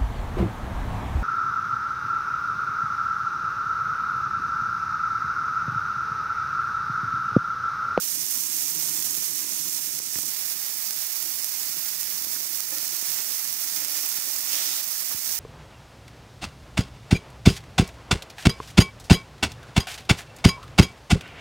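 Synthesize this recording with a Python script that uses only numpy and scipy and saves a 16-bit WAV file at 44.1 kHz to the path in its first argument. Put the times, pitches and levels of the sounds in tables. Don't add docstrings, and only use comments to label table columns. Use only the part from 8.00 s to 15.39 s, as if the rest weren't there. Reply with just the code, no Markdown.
import sys
import numpy as np
from scipy import signal
from scipy.fft import rfft, irfft, next_fast_len
from scipy.io import wavfile
from scipy.ndimage import uniform_filter1d

SR = 44100
rng = np.random.default_rng(int(sys.argv[2]) if len(sys.argv) > 2 else 0)


def dump_mix(stems):
    frames = np.atleast_2d(stems).T
    limited = np.clip(frames, -1, 1)
    pcm = np.round(limited * 32767).astype(np.int16)
    wavfile.write(sys.argv[1], SR, pcm)


def volts_from_db(level):
    exponent = np.asarray(level, float) / 20
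    return 10 ** exponent


N = 325899


def evened(x):
    return x / np.sqrt(np.mean(x ** 2) + 1e-20)


def curve(rows):
    times, *columns = np.transpose(rows)
    return [np.interp(np.arange(N) / SR, times, column) for column in columns]


def swells(rows):
    t = np.arange(N) / SR
    return sum(db * np.exp(-((t - s) / half) ** 2) for s, half, db in rows)


def changed(far, near):
    change_at_s, change_s = 2.3, 0.042
    progress = (np.arange(N) / SR - change_at_s) / change_s + .5
    return far + (near - far) * np.clip(progress, 0, 1)


def sides(lean_db):
    return volts_from_db(np.array([np.minimum(lean_db, 0), np.minimum(-lean_db, 0)]))


def drift(low_hz, top_hz):
    hz = np.geomspace(low_hz, top_hz, num=40)
    t = np.arange(0, N + 64, 64) / SR
    slow = np.sin(2 * np.pi * (hz * t[:, None] + rng.random(len(hz)))).sum(1)
    return np.interp(np.arange(N) / SR, t, evened(slow))


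def bursts(per_s, spread_db):
    size = volts_from_db(spread_db * np.minimum(rng.exponential(1, N), 5.4))
    return -size * (rng.random(N) < per_s / SR)


def resonate(x, hz, width):
    turn = np.exp(2j * np.pi * np.cumsum(hz * np.ones(len(x))) / SR)
    r = np.exp(-np.pi * width / SR)
    return 2 * (turn * signal.lfilter([1 - r], [1, -r], x / turn)).real


def steep(x, hz, width):
    return resonate(resonate(x, hz, width), hz, width)


def causal(db):
    log_gain = np.log(volts_from_db(np.r_[db, db[-2:0:-1]]))
    return np.fft.ifft(np.exp(np.conj(signal.hilbert(log_gain)))).real[:1024]


def whitened(x):
    z = rfft(x, next_fast_len(N))
    return irfft(z / np.sqrt(uniform_filter1d(abs(z) ** 2, size=4000)))[:, :N]


def add(mix, s, sound):
    part = mix[:, round(s * SR):][:, :sound.shape[1]]
    part += sound[:, :part.shape[1]]


def heard(x):
    # (frequency [Hz], left level [dB], right level [dB])
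    fizz_far = [(60, -40, -36), (400, -36, -24), (700, -26.5, -17.5), (1200, -21.5, -17),
                (2100, -17.6, -11), (3200, -16.3, -10.3), (4000, -14, -8), (4800, -10.2, -3.8),
                (5900, -6.2, 3), (7500, -14.7, -.8), (8900, -19, .8), (10200, -16, -2.5),
                (12500, -13.5, .8), (15600, -21.5, 0)]
    # (frequency [Hz], left level [dB], right level [dB])
    fizz_near = [(60, -43, -39), (400, -35, -21), (700, -22.5, -14.5), (1200, -19.5, -14.3),
                 (2100, -15.3, -8.7), (3200, -15.3, -10.8), (4000, -12.5, -8), (4800, -9.8, -2.1),
                 (5900, -7.4, 1), (7500, -15.8, -3), (8900, -21.5, -1.2), (10200, -18, -4),
                 (13000, -16.2, .2), (15600, -25.5, 1.4)]
    hz, nearness = np.fft.rfftfreq(2048, 1 / SR), changed(0, 1)
    out = np.zeros((2, N))
    for colour, share in ((fizz_far, 1 - nearness), (fizz_near, nearness)):
        f, *levels = np.transpose(colour)
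        taps = np.array([causal(np.interp(np.log(hz + 1), np.log(f), db)) for db in levels])
        out += share * signal.oaconvolve(x, taps, axes=1)[:, :N]
    return out


def sizzle(count=18):
    # (time [s], level [dB])
    frying = [(0.0, -34), (1.01, -32.5), (1.5, -34.5), (1.67, -33.5), (1.97, -34.5), (2.18, -33.5),
              (2.39, -34.5), (4.43, -34.5), (4.6, -35.5), (5.18, -32), (5.3, -34), (6.07, -32.5),
              (6.49, -33.5), (6.535, -30), (6.77, -32), (6.87, -34), (7.22, -33.5), (7.28, -32.5)]
    # (time [s], half length [s], level [dB])
    lean_swells = [
        (.7, 0.99, 1),
        (6.2, 1.1, 1.9),
    ]
    # (time [s], half length [s], level [dB])
    spray_lulls = [
        (1.5, 0.14, -2),
        (2.03, 0.12, -3.5),
        (4.95, 0.16, -1),
        (5.15, 0.091, 0.5),
        (6.65, 0.12, -0.5),
    ]
    out, t = np.zeros((2, N)), np.arange(32) / SR
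    gusts = volts_from_db(.9 * drift(3, 30) + .8 * drift(30, 300))
    place = rng.permutation(np.arange(count) + .5) / count
    lags = np.round(-5 + 4.2 * np.log(place / (1 - place))).astype(int)
    for ring_hz, left_lag in zip(np.geomspace(2500, 15500, num=count), lags):
        spread_db = 2.3 + 2.0 * (ring_hz / 15000) ** 3
        clicks = bursts(640 * gusts * volts_from_db(2.5 * drift(4, 40)), spread_db)
        ring = 0.65 * np.sin(2 * np.pi * ring_hz * t) * np.exp(-t * ring_hz / 0.99)
        ring[0] = 1
        hiss = 0.56 * gusts * rng.standard_normal(N)
        spot = evened(np.convolve(clicks, ring)[:N]) + hiss
        spot += sum(0.34 * rng.normal() * np.roll(spot, int(rng.uniform(20, 300))) for _ in range(2))
        for side, lag in enumerate((left_lag, 0)):
            echo = 0.41 * rng.normal() * np.roll(spot, int(rng.uniform(10, 120)))
            out[side] += np.roll(spot, lag) + echo
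    level_db = curve(frying)[0]
    fizz = heard(whitened(out))
    usual_db, spray_per_db = -32, -.5
    high_pass = signal.firwin(41, 9800, pass_zero=False, fs=SR)
    spray = signal.oaconvolve(fizz, high_pass[None], "same", axes=1)
    fizz += spray * (volts_from_db(spray_per_db * (level_db - usual_db) + swells(spray_lulls)) - 1)
    left_db = -0.68 + swells(lean_swells)
    return fizz / np.std(fizz.mean(0)) * volts_from_db(level_db + 6.0) * volts_from_db(np.array([left_db, np.zeros(N)]))


def burner():
    # (frequency [Hz], width [Hz], level [dB])
    firebox = [(159.3, 33, 5.5), (253, 70, -1), (299, 75, 4), (346.4, 53, -2), (548, 33, -11),
               (1003, 66, -4.5)]
    # (time [s], half length [s], level [dB])
    flares = [
        (.95, 0.39, 5),
        (1.6, 0.14, 4),
        (2.25, 0.048, 6),
        (3.1, 0.12, -8),
        (4.3, .3, 1.5),
        (6.98, .06, -9),
    ]
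    flame = rng.standard_normal((2, N)) * volts_from_db(2.9 * drift(5, 40) + 0.75 * drift(1.517, 5.1))
    flame[0] = .9 * flame[1] + .45 * flame[0]
    roar = sum(volts_from_db(db) * np.array([steep(v, hz, w) for v in flame]) for hz, w, db in firebox)
    level_db = changed(-51.5, -55) + swells(flares)
    return volts_from_db(level_db) * evened(roar) * sides(changed(-13, -20))


def rumble():
    # (time [s], half length [s], level [dB])
    air_gusts = [
        (1.15, 0.17, 10),
        (3.95, .1, 5.0),
        (4.45, .1, 9),
        (6.65, 0.22, -9),
        (7.33, 0.092, 14),
    ]
    air = rng.standard_normal((2, N)) * volts_from_db(1.0 * drift(0.8, 1.8))
    low = np.array([steep(v, 63, 61) for v in air])
    return volts_from_db(changed(-65.5, -69) + swells(air_gusts)) * evened(low) * sides(-6.5)[:, None]


def pops():
    # (time [s], peak level [dB])
    large_pops = [(1.218, -29), (1.789, -31), (1.889, -31), (2.0018, -22), (2.188, -21.5), (2.2375, -26),
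                  (2.539, -57), (3.305, -54), (3.635, -36), (4.215, -35), (4.27, -27), (4.364, -26),
                  (4.457, -38), (4.831, -28), (5.027, -27.5), (5.197, -29), (5.864, -26), (6.186, -26),
                  (6.539, -31)]
    t = np.arange(-40, 300) / SR
    suction = -np.exp(-(t / .00017) ** 2)
    overshoot = .21 * np.exp(-((t - .0013) / .0008) ** 2)
    pulse = suction + overshoot
    out = np.zeros((2, N))
    for s, db in large_pops:
        add(out, s + t[0], volts_from_db(db) * np.outer(sides(-21), pulse))
    patter = -np.convolve(bursts(per_s=150, spread_db=2.5), pulse)[:N]
    return out + volts_from_db(-47.0) * np.outer(sides(-14.5), patter)


def cracks():
    # (time [s], peak level [dB])
    spits = [(0.619, -11), (0.8854, -13), (1.1495, -10.5), (1.242, -12), (1.928, -17), (1.9894, -10),
             (2.156, -24), (2.1863, -12.5), (2.9074, -9.5), (3.4342, -14), (3.4434, -9), (3.6315, -15),
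             (3.7402, -35), (4.0304, -11), (4.2464, -14), (4.5314, -15), (4.6044, -9), (4.659, -23),
             (4.783, -9.5), (4.929, -14), (4.9584, -15), (5.117, -13), (5.685, -14), (5.8472, -10),
             (6.1733, -13), (6.362, -11), (6.538, -16), (6.554, -12), (6.586, -13), (7.191, -15)]
    clicks = np.zeros((2, N))
    for s, db in spits:
        add(clicks, s + 0.0012, -volts_from_db(db + 13.0) * np.array([[.7], [1]]))
    return heard(clicks + 0.19 * np.roll(clicks, 55, axis=1))


def ticks():
    # (time [s], peak level [dB], left-right difference [dB], pitch [Hz])
    taps_of_steel = [
        (2.1568, -22.5, 3, 2000),
        (4.364, -27, 8, 1500),
        (4.6, -26.5, -15, 1300),
        (5.315, -37, -5, 1190),
        (7.112, -35, -6, 1300),
        (7.117, -31, -1, 1200),
    ]
    out, t = np.zeros((2, N)), np.arange(300) / SR
    for s, db, lean_db, hz in taps_of_steel:
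        swing = np.sin(2 * np.pi * hz * t) * np.exp(-t * hz / 1.3)
        add(out, s, volts_from_db(db) * np.outer(sides(lean_db), swing))
    return out


def splats():
    # (time [s], peak level [dB], left-right difference [dB], first frequency [Hz])
    drops = [
        (2.1584, -30, 19, 506),
        (7.1462, -24.5, -30, 404),
    ]
    last_hz, fade_s = 58, 0.0073
    out, t = np.zeros((2, N)), np.arange(3000) / SR
    for s, db, lean_db, first_hz in drops:
        hz = last_hz + (first_hz - last_hz) * np.exp(-t / 0.0021)
        swing = np.sin(2 * np.pi * np.cumsum(hz) / SR) * np.exp(-t / fade_s)
        add(out, s, volts_from_db(db) * np.outer(sides(lean_db), swing))
    return out


def spatula():
    # (frequency [Hz], level [dB])
    steel_modes = [(305, 5), (545, 3.5), (840, -4), (1090, -14), (1370, -9), (1810, -2), (2310, -14)]
    # (start [s], length [s], steel ringing [dB], rasp [dB], resonance the rasp climbs to [Hz])
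    strokes = [
        (4.692, .12, -53.5, -45, 2600),
        (5.72, 0.355, -59, -43.5, 2600),
        (6.431, 0.38, -58, -33, 3900),
        (7.107, 0.041, -74, -41.5, 2600),
        (6.2, .24, -59.5, -56, 2400),
    ]
    push_share, push_db, strike = .27, -19, 60
    rasp_sag_db, ring_sag_db, lift_s = -5.5, -4.5, .012
    climb_share, climb_s = 0.7, 0.08
    out = np.zeros((2, N))
    for s, length, ring_db, rasp_db, top_hz in strokes:
        t = np.arange(0, length, 1 / SR)
        push = push_db * np.clip(1 - t / (push_share * length), 0, 1)
        slide = np.clip((t / length - push_share) / (1 - push_share), 0, 1)
        lift = np.clip((length - t) / lift_s, 0, 1)
        hz = top_hz * (1 - climb_share * np.exp(-t / climb_s))
        blow = strike * (np.arange(len(t)) == int(push_share * len(t)))
        shake = rng.standard_normal(SR)[:len(t)] + blow
        ring = sum(volts_from_db(db) * steep(shake, f, 36) for f, db in steel_modes)
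        ring_gain = lift * volts_from_db(ring_db + 7.5 + push + ring_sag_db * slide)
        add(out, s, ring_gain * evened(ring) * sides(-14.0)[:, None])
        for side, lean_db in enumerate((0, 1.5)):
            noise = rng.standard_normal(SR)[:len(t)]
            size = rng.exponential(1, SR)[:len(t)]
            grit = noise * volts_from_db(3 * np.minimum(size, 5))
            rasp = evened(steep(grit, hz, 1700)) + 1.2 * evened(steep(grit, 5300, 3000))
            rasp_gain = lift * volts_from_db(rasp_db + lean_db + push + rasp_sag_db * np.sqrt(slide))
            add(out[side:side + 1], s, rasp_gain * evened(rasp)[None])
    return out


def scene():
    return sizzle() + burner() + rumble() + pops() + cracks() + ticks() + splats() + spatula()


def weak_bands_dropped(x, below_db):
    window = np.sqrt(signal.windows.hann(2048, sym=False))
    z = signal.stft(x, window=window, nperseg=2048, noverlap=1024)[2]
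    power = abs(z[:, :1024]) ** 2
    bands = power.reshape(2, 128, 8, -1).mean(2)
    masked = bands < uniform_filter1d(bands, size=29, axis=1) * volts_from_db(-2 * below_db)[:, None, None]
    masked |= np.roll(masked, -1, axis=2)
    masked[:, :12] = False
    z[:, :1024] *= 1 - .99 * np.repeat(masked, 8, axis=1)
    return signal.istft(z, window=window, nperseg=2048, noverlap=1024)[1][:, :N]


def top_cut(x):
    return signal.sosfilt(signal.butter(12, 17050, fs=SR, output="sos"), x)


def record(dry):
    # (time [s], depth [dB], recovery [s])
    ducks = [(1.155, 1.5, .03), (1.8, 2.5, 0.057), (2.24, 6, 0.013), (2.54, 2, 0.05), (2.79, 2, 0.036),
             (3.41, 1.5, .02), (3.965, 2, 0.016), (4.255, 5, 0.007), (4.48, 2.5, .03), (4.66, 2, 0.022),
             (5.55, 2, 0.039), (5.865, 5, 0.008), (6.19, 3, 0.068), (6.82, 2.5, .04), (1.995, 4.5, .06),
             (7.145, 5, 0.05)]
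    fall_s = .007
    t, duck_db = np.arange(N) / SR, np.zeros(N)
    for s, db, recovery in ducks:
        fall = np.clip((t - s) / fall_s + 1, 0, 1)
        duck_db += db * fall * np.exp(-np.maximum(t - s, 0) / recovery)
    ducked = signal.lfilter(*signal.butter(2, 40, "high", fs=SR), dry * volts_from_db(-duck_db))
    audible = weak_bands_dropped(ducked, below_db=np.array([5.6, 9.8]))
    low_pass = signal.firwin(2001, 15750, window=("kaiser", 9), fs=SR)
    limited = signal.oaconvolve(audible, low_pass[None], "same", axes=1)
    return top_cut(limited)


dry = scene()
out = record(dry)
dump_mix(out)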